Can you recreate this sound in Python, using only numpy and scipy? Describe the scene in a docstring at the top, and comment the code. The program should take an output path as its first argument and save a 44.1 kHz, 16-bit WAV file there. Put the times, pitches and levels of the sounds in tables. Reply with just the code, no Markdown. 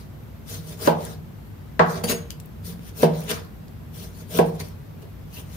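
"""A low hum and a soft hiss of air fill a small hard room from start to end: patchy noise shaped by tone curves.
A kitchen knife saws through cooked meat: clumpy grains of noise swell with each stroke and shake the board.
From just under a second it knocks on the wooden board, whose modes ring over a beating pair in the counter.
Small ticks, short bursts of banded noise, follow from one second on. At two seconds the blade rings from a tap
and sings as it scrapes the slices aside; lighter strokes close. Two spaced microphones hear the knife from the left."""
import sys
import numpy as np
from scipy import signal
from scipy.fft import rfft, irfft, next_fast_len
from scipy.io import wavfile
from scipy.ndimage import uniform_filter1d

SR = 44100
rng = np.random.default_rng(int(sys.argv[2]) if len(sys.argv) > 2 else 0)


def wav_out(sig):
    """Save sig, one row per channel (or a flat mono array), as 16-bit PCM at SR to the path in sys.argv[1]."""
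    wavfile.write(sys.argv[1], SR, np.round(np.clip(np.atleast_2d(sig).T, -1, 1) * 32767).astype(np.int16))


N = 245195


def amp(db):
    """Turns decibels into a gain."""
    return 10 ** (np.asarray(db) / 20)


def evened(x):
    """Scales a signal to an RMS of one."""
    return x / np.sqrt(np.mean(x ** 2) + 1e-20)


def read(points, hz):
    """Reads a curve of (frequency, value) points, interpolating along log frequency."""
    f, value = np.transpose(points)
    return np.interp(np.log(hz + 1), np.log(f + 1), value)


def add(mix, s, sound):
    """Mixes a sound into the track in place, s seconds in, cutting what runs past the end."""
    part = mix[..., round(s * SR):][..., :sound.shape[-1]]
    part += sound[..., :part.shape[-1]]


def colour(x, gain):
    """Filters by a gain given as a function of Hz."""
    size = next_fast_len(x.shape[-1])
    spectrum = rfft(x, size) * gain(np.fft.rfftfreq(size, 1 / SR))
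    return irfft(spectrum, size)[..., :x.shape[-1]]


# hum tone curve: (frequency [Hz], relative level [dB])
HUM_TONE = [(20, -38), (33, -25), (48, -16), (65, -1.5), (78, -12), (98, 2), (120, -11.5), (145, -4),
            (165, -6.5), (195, -14.5), (225, -10), (280, -21), (400, -29.5), (650, -58)]
# room air and microphone hiss tone curve: (frequency [Hz], relative level [dB])
AIR_TONE = [(150, -65), (300, -4), (500, -7.5), (1000, -14), (2000, -20), (4000, -26.5), (7500, -33),
            (10500, -33), (13000, -22.5), (14500, -28.5), (15600, -29.5), (15900, -68)]
# background likeness of the two microphones: (frequency [Hz], left-right correlation [-1 to 1])
LIKENESS = [(60, 1), (180, 0.63), (550, 0.007), (1650, 0.021), (4970, 0.077), (15000, -0.086)]


def background(tone, db, patchy_db, size):
    """Steady noise from random short-time spectra, with random patches in level over time and frequency."""
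    frames = 4 * N // size + 5
    hz = np.fft.rfftfreq(size, 1 / SR)
    a, b, c, d, patches = rng.standard_normal((frames, len(hz), 5)).T
    patches = evened(uniform_filter1d(uniform_filter1d(patches, 9, 0), 5, 1))
    same = np.clip(read(LIKENESS, hz), -1, 1)[:, None]
    left = a + 1j * b
    right = same * left + np.sqrt(1 - same ** 2) * (c + 1j * d)
    z = np.array([left, right]) * amp(read(tone, hz)[:, None] + patchy_db * patches)
    noise = signal.istft(z, nperseg=size, noverlap=3 * size // 4)[1][:, :N]
    return amp(db) * evened(noise) * amp([[.4], [-.4]])  # slightly louder on the left


# knife noise balance: (frequency [Hz], left minus right [dB])
KNIFE_LEAN = [(60, 2.0), (180, -40), (550, -9.5), (1650, 3.5), (4970, 0), (15000, 13)]
KNIFE_LAG_S = 0.000391  # the right microphone hears knife noise this much later
SHARED = 0.13  # least share of the knife noise that both microphones hear alike
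ALIKE_HZ = 666  # well below this both microphones hear the knife noise alike


def pair(x):
    """Places knife noise on two microphones; in the treble the right one mostly hears nearby surfaces."""
    def share(hz):
        return np.clip(SHARED + (1 - SHARED) / (1 + (hz / ALIKE_HZ) ** 2), 0, 1)

    right = colour(x[0], share) + colour(x[1], lambda hz: np.sqrt(1 - share(hz) ** 2))
    ear = np.array([[0], [1]])  # left, right

    def place(hz):
        balance = amp(read(KNIFE_LEAN, hz) * (.5 - ear))
        return balance * np.exp(-2j * np.pi * hz * KNIFE_LAG_S * ear)

    return colour(np.array([x[0], right]), place)


def mode(hz, db, t60, lag=0.):
    """One dying sine, starting after lag seconds."""
    t = np.maximum(np.arange(SR) / SR - lag, 0)
    return amp(db - 60 * t / max(t60, .005)) * np.sin(2 * np.pi * hz * t)


# counter under the board, a close pair in opposite phase that beats:
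# (frequency [Hz], relative level [dB], t60 [s])
COUNTER_MODES = [(158.2, 0, 0.74), (173.6, 1.5, 0.63)]
# board modes: (frequency [Hz], relative level [dB], t60 [s], left minus right [dB])
BOARD_MODES = [(229, -9.5, 0.36, 7), (260, 1, 0.042, .5), (325.7, -7.5, 0.33, -9), (382, -3, 0.24, -8),
               (429, 2, 0.097, 3.5), (463, -11, 0.49, -11), (484, 2.5, 0.094, 7.5), (557, -1, 0.067, -16.5),
               (598.8, -4, 0.26, 7), (614, 0, 0.16, -7), (672.6, -9.5, 0.19, -19.5),
               (726.4, -8.5, 0.16, 11), (795, -11, 0.049, -15), (836, -10, 0.21, -1), (923, -3.5, 0.15, 9),
               (975, -12, 0.15, 25.5), (1063, -24, 0.12, -19), (1150, -8.5, 0.032, 14.5),
               (1246, -11.5, 0.044, -7), (1450, -15, 0.049, 9), (1550, -1, 0.14, 4),
               (1668, -4.5, 0.063, 21), (1980, -13.5, 0.052, 32)]
WOOD_LAG_S = 0.0001  # the right microphone hears the wood this much later


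def wood(thump_db, upper_db, place):
    """Impulse response of board and counter at both microphones; the place struck weights the board modes."""
    (low_hz, low_db, low_t60), (up_hz, up_db, up_t60) = COUNTER_MODES
    out = np.zeros((2, SR))
    for ear, lag in enumerate((0., WOOD_LAG_S)):
        lower = mode(low_hz, low_db, low_t60, lag)
        upper = mode(up_hz, up_db + upper_db, up_t60, lag)
        out[ear] = amp(thump_db) * (lower - upper)
        for k, (hz, db, t60, lean_db) in enumerate(BOARD_MODES):
            weight = 1 + .5 * np.cos(np.pi * (k + 1) * place)
            sign = (-1) ** (k // 2)
            out[ear] += sign * weight * mode(hz, db + lean_db * (.5 - ear), t60, lag)
    # a small board radiates no deep bass
    return signal.sosfilt(signal.butter(2, 110, "high", fs=SR, output="sos"), out)


def grit():
    """Dense uneven grains that come in clumps."""
    clumps = evened(uniform_filter1d(rng.standard_normal(N), 90))
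    grain_db = 1.1 * clumps + 1.35 * rng.exponential(1, N)
    return evened(rng.standard_normal((2, N)) * amp(grain_db))


REST_DB = -30  # level at the start of a run-up and the end of a run-out, re the hold


def sweep(s, up, hold, out, db, swell_db):
    """One movement: gain, dB relative to the hold and seconds spent in the hold, over time."""
    t = np.arange(N) / SR - s
    held = np.clip(t, 0, hold)
    before = np.maximum(-t, 0) / max(up, .002)
    after = np.maximum(t - hold, 0) / max(out, .002)
    under_db = REST_DB * (before + after)
    return amp(db + swell_db * held / max(hold, .001) + under_db), under_db, held


# knife strokes: (full speed reached [s], run-up [s], hold [s], run-out [s], edge hiss [dB],
# swell over the hold [dB], push into the board [dB re hiss], weight on the counter [dB re hiss],
# rasp near 2.8 kHz [dB], treble tilt [dB per octave])
KNIFE_STROKES = [ (0.0, .01, .01, 0.11, -54.5, -1, -4, -8, 0, -3),
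                 (.492, 0.051, 0.058, 0.12, -40, 1, -6.5, 4, 3.5, 1.5),
                 (0.677, 0.11, 0.055, 0.064, -45.5, 0.5, -1, 6, 2, 1.5),
                 (0.823, 0.077, 0.048, 0.082, -36, 5, 1.5, 4, 4, 1.5),
                 (1.028, 0.13, 0.098, 0.083, -44, -4.5, 0.5, 1, 0, -0.5),
                 (1.903, 0.11, 0.072, 0.1, -41.5, 0, 6.5, -4, -7, -2),
                 (2.04, 0.0086, .004, 0.045, -27.5, -1, -2, -21, 2.5, 0),
                 (2.096, 0.042, 0.028, 0.034, -24.5, -2, 0.5, -9.5, 5.5, 0),
                 (2.143, .02, 0.017, 0.17, -40, -3, -10, -13, 4, -1),
                 (2.304, .006, .008, 0.061, -44.5, -0.5, -16, -16, 12, 3),
                 (2.656, 0.036, 0.05, 0.092, -42, -1, -9, 6, 1, 2),
                 (2.874, 0.15, .02, .055, -48.5, -1.5, -22, -10, 4, 0.5),
                 (2.974, 0.045, 0.066, 0.047, -43, 13.5, 1.5, 4, 5, 2),
                 (3.175, 0.23, 0.11, .03, -45.5, -5, 4.5, 1, 1.5, -1),
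                 (3.299, 0.04, 0.015, 0.037, -30, 3.5, 1.5, -12, 7.5, -1),
                 (3.332, .02, 0.017, 0.15, -37.5, -2.5, -2.5, -11, -3, -2.5),
                 (3.947, .05, 0.095, 0.12, -48.5, 4.5, -6, 0.5, 3.5, 3),
                 (4.195, .2, .015, .11, -50, 1.5, -2.5, 6, 0, 0.5),
                 (4.308, 0.047, 0.074, 0.062, -42.5, 13, 4, 5, 5, 2),
                 (4.456, .05, 0.037, .05, -52, 3.5, -3, -5, -1, 2.5),
                 (4.55, 0.13, .015, 0.044, -53, 1, -6, -8, -4, -2),
                 (4.601, 0.024, 0.0066, 0.048, -37, 0, 2, -4, -1.5, -1),
                 (4.638, .02, 0.033, 0.13, -49, -1.5, -1, -7, 1, -0.5),
                 (5.02, 0.036, .005, 0.047, -58, 4, 11, 3, 14.5, 0.5),
                 (5.347, 0.079, 0.051, .07, -46, 2, -4.5, -3, 12.5, 2),
                 (5.55, 0.2, 0.018, .05, -48, 3, -2.5, 4, 2, 1), ]
DULLING = .06  # treble tilt lost, dB per octave, for each dB under the hold
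DARKENING = 9.3  # treble tilt lost, dB per octave, for each second of hold as the edge sinks in


def motion():
    """Strokes add in power; where they overlap, push, weight, rasp and tilt lean to the louder one."""
    power, controls = 1e-14, 0
    for *shape, push_db, weight_db, rasp_db, tilt in KNIFE_STROKES:
        gain, under_db, held = sweep(*shape)
        steady = np.outer([push_db, weight_db, rasp_db], np.ones(N))
        tilt_now = tilt + DULLING * under_db - DARKENING * held
        controls = controls + gain ** 2 * np.vstack([steady, tilt_now])
        power = power + gain ** 2
    return uniform_filter1d(np.sqrt(power), 100), *controls / power


# edge in meat and on wood, tone curve: (frequency [Hz], relative level [dB])
EDGE_TONE = [(600, -8), (1200, 2), (1700, -0.5), (2800, -4.5), (3500, -0.5), (6600, -1), (7600, -9.5),
             (9240, -2), (11000, -6.5), (14600, -4.5), (15550, -6.5), (15850, -50)]


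def strokes():
    """Tearing fibres and a dragging edge hiss in shifting patches of colour and shake the board."""
    level, push_db, weight_db, rasp_db, tilt = motion()
    grains = grit()
    edge = evened(colour(grains, lambda f: amp(read(EDGE_TONE, f))))
    hz, at, z = signal.stft(edge, SR, nperseg=256)
    t = np.arange(N) / SR
    octaves = np.log2(np.maximum(hz, 900) / 7000)[:, None]  # the tilt pivots at 7 kHz
    tilt_db = octaves * np.interp(at, t, tilt)
    rasp = np.exp(-((hz[:, None] - 2800) / 380) ** 2) * np.interp(at, t, rasp_db)
    patches = evened(uniform_filter1d(uniform_filter1d(rng.standard_normal(z.shape[1:]), 4, 0), 9, 1))
    hiss = signal.istft(z * amp(tilt_db + rasp + 3.0 * patches), SR, nperseg=256)[1][:, :N]
    board = wood(-np.inf, 0, 0.352)  # no counter in it
    counter = wood(0, -0.88, 0.353) - board
    shake = 0
    for db, part in ((push_db, board), (weight_db, counter)):
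        body = colour(part, lambda f: 1 / (1 + (f / 480) ** 2))  # the meat softens the push
        push = grains[:1] * level * amp(db)
        shake = shake + signal.fftconvolve(push, body / np.linalg.norm(body[0]), axes=1)[:, :N]
    return pair(hiss * level) + shake


# room decay: (frequency [Hz], t60 [s])
ROOM_DECAY = [(200, 0.7), (700, 0.41), (2000, 0.31), (6000, 0.17), (14000, 0.14)]


def room(x):
    """Sparse echo taps of random sign, each band dying at its own speed."""
    taps = np.zeros((2, SR))
    at = np.arange(100, SR - 20, 20) + rng.integers(0, 20, (2, (SR - 101) // 20))
    np.put_along_axis(taps, at, rng.choice([-1., 1.], at.shape), 1)
    hz, t, z = signal.stft(taps, SR, nperseg=256)
    t60 = np.maximum(read(ROOM_DECAY, hz), .02)[:, None]
    tail = signal.istft(z * amp(-60 * t / t60), SR, nperseg=256)[1]
    return signal.fftconvolve(x.mean(0)[None], tail / np.linalg.norm(tail[0]), axes=1)[:, :N]


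CRACK_HZ = 4270  # top of the edge's crack


def knock(contact_ms, thump_db, upper_db, place, rebound_ms, rebound_db, thud_db, thud_hz, crack_db):
    """A short smooth blow and its rebound ring the wood; countless small modes thud, the steel edge cracks."""
    t = np.arange(SR) / SR
    force = 0
    for start_ms, db in ((0, 0), (rebound_ms, rebound_db)):
        progress = np.clip((t[:800] * 1000 - start_ms) / max(contact_ms, .05), 0, 1)
        force = force + amp(db) * np.sin(np.pi * progress) ** 2
    ring = signal.fftconvolve(wood(thump_db, upper_db, place), force[None], axes=1)[:, :SR]
    noise = rng.standard_normal((2, 2, SR))

    def thud_tone(hz):
        hump = amp(-7 * np.log2((hz + 1) / thud_hz) ** 2)
        return hump / (1 + (hz / (2.0 * thud_hz)) ** 6) * hz ** 4 / (hz ** 4 + 380 ** 4)

    thud = evened(colour(noise[0], thud_tone))
    crack = evened(colour(noise[1], lambda hz: 1 / (1 + (hz / CRACK_HZ) ** 4) * (hz > 1200)))
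    # each dies fast at first, then slowly
    thud_fade = amp(3 - 60 * t / 0.084) + amp(-4.5 - 60 * t / 0.41)
    thud = amp(thud_db) * thud_fade * np.minimum(t / 0.0034, 1) * thud
    crack_fade = amp(-60 * t / 0.013) + amp(-8.0 - 60 * t / 0.22)
    crack = amp(crack_db) * crack_fade * crack
    return ring / abs(ring.mean(0)).max() + pair(thud + crack)


# edge landing on the wood: (time [s], peak of the wood's ring [dB], contact [ms], counter thump [dB],
# trim of the upper counter mode [dB], place along the board [0-1], rebound after [ms], rebound [dB],
# dense thud trim [dB re ring peak], thud centre before bass cut [Hz], crack trim [dB re ring peak])
EDGE_KNOCKS = [(.874, -4, 0.89, -5.5, -3, 0.28, 7.3, -10.5, -11.5, 634, -18),
               (1.794, -5, 0.31, -4, 1, 0.35, 5.7, -16, -7, 907, -16),
               (2.037, -18.5, 1, -10, 11.5, .31, 3.9, -7, -18, 596, -35),
               (3.03, -2, 0.92, -2.5, -5.5, .32, 5.42, -14, -17.5, 556, -20.5),
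               (4.388, -3.5, 0.87, -5.5, -1, 0.34, 6.5, -20, -14.5, 544, -21)]


def knocks():
    """The edge lands on the board, each blow with its own force, place and rebound."""
    out = np.zeros((2, N))
    for s, db, *blow in EDGE_KNOCKS:
        add(out, s, amp(db) * knock(*blow))
    return out


def tick(hz, t60, width):
    """A short burst of noise in a band."""
    t = np.arange(SR // 10) / SR
    noise = rng.standard_normal((2, len(t)))
    burst = colour(noise, lambda f: 1 / (1 + ((f - hz) / (width * hz)) ** 2) * (f > 1500))
    burst = burst * amp(-60 * t / max(t60, .002))
    return pair(burst / abs(burst).max())


# small wet or steel ticks: (time [s], peak before placing on the microphones [dB], centre [Hz], t60 [s],
# half-width as a share of the centre)
SMALL_TICKS = [(1.051, -24, 9230, 0.012, 0.23), (2.3051, -19, 5150, 0.0085, 0.5),
               (2.4, -31, 8000, .025, 0.97), (2.4587, -33.5, 13600, 0.011, .24),
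               (3.2057, -25.5, 14630, .012, .4), (3.24, -27, 13100, 0.011, 0.32),
               (3.283, -29, 3050, .011, .6), (3.4506, -42, 13900, .009, .35), (3.682, -41, 5000, .013, .6),
               (4.4617, -30, 11700, .012, .3), (4.4857, -45, 4850, .01, .4),
               (4.5536, -41, 9300, 0.014, 0.34), (4.686, -33.5, 13000, .012, .4),
               (4.998, -44, 14200, .012, 0.37), (5.0215, -45, 5770, .011, .4),
               (5.0994, -48.5, 13800, .012, .4)]


def ticks():
    """Small wet or steel ticks, each a dying burst in its own band."""
    out = np.zeros((2, N))
    for s, db, *shape in SMALL_TICKS:
        add(out, s, amp(db) * tick(*shape))
    return out


# blade modes: (frequency [Hz], t60 [s], tapped flat [dB], dragged sideways [dB]), levels relative
BLADE_MODES = [(2800, .12, -14, -4), (3200, .05, -7, -12), (4587, .1, -1, -9), (4974, .12, -20, -7),
               (5300, .05, -20, -5), (6140, .1, -18, -9), (6604, .27, -26, 1), (6621, .25, -26, -3),
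               (6810, .1, -22, -3), (8570, .12, -20, -11), (9740, .14, -5, -11), (10770, .14, -20, -5),
               (13000, .08, -16, -9), (14200, .1, -18, -8)]
# tap on the blade: (time [s], peak before left-right balance [dB])
TAP = (2.039, -20)
# blade dragged sideways: (full speed reached [s], run-up [s], hold [s], run-out [s])
DRAG = (2.091, .04, .028, .022)
DRAG_DB, DRAG_SWELL_DB = -28.5, -1  # drive at the start of the hold, change over the hold


def blade():
    """The free steel rings once when tapped and sings while it is dragged sideways over the board."""
    tapped = sum(mode(hz, db, t60) for hz, t60, db, _ in BLADE_MODES)
    dragged = sum(mode(hz, db, t60) for hz, t60, _, db in BLADE_MODES)
    scrape = grit()[0] * sweep(*DRAG, DRAG_DB, DRAG_SWELL_DB)[0]
    ring = signal.fftconvolve(scrape, dragged / np.linalg.norm(dragged))[:N]
    tap_s, tap_db = TAP
    add(ring, tap_s, amp(tap_db) * tapped / abs(tapped).max())
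    return ring * amp([[1.8], [-1.8]])  # louder on the left


def scene():
    """The knife and its room reflections over the hum and the air."""
    hum = background(HUM_TONE, -39, patchy_db=0.67, size=8192)
    air = background(AIR_TONE, -50.5, patchy_db=0.97, size=1024)
    knife = strokes() + knocks() + ticks() + blade()
    walls = colour(room(knife), lambda hz: hz ** 2 / (hz ** 2 + 480 ** 2))  # the small room returns little bass
    return knife + amp(-6.5) * walls + hum + air


CEILING = .93  # level the rounded peaks approach, full scale = 1
TOP_HZ = 16350  # band limit


def record(dry):
    """The input stage rounds off mainly the tallest peaks; then a steep filter limits the band."""
    rounded = dry / (1 + (abs(dry) / CEILING) ** 4) ** .25
    lowpass = signal.firwin(1023, TOP_HZ, window=("kaiser", 9), fs=SR)
    return signal.oaconvolve(rounded, lowpass[None], "same")


dry = scene()
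out = record(dry)
wav_out(out)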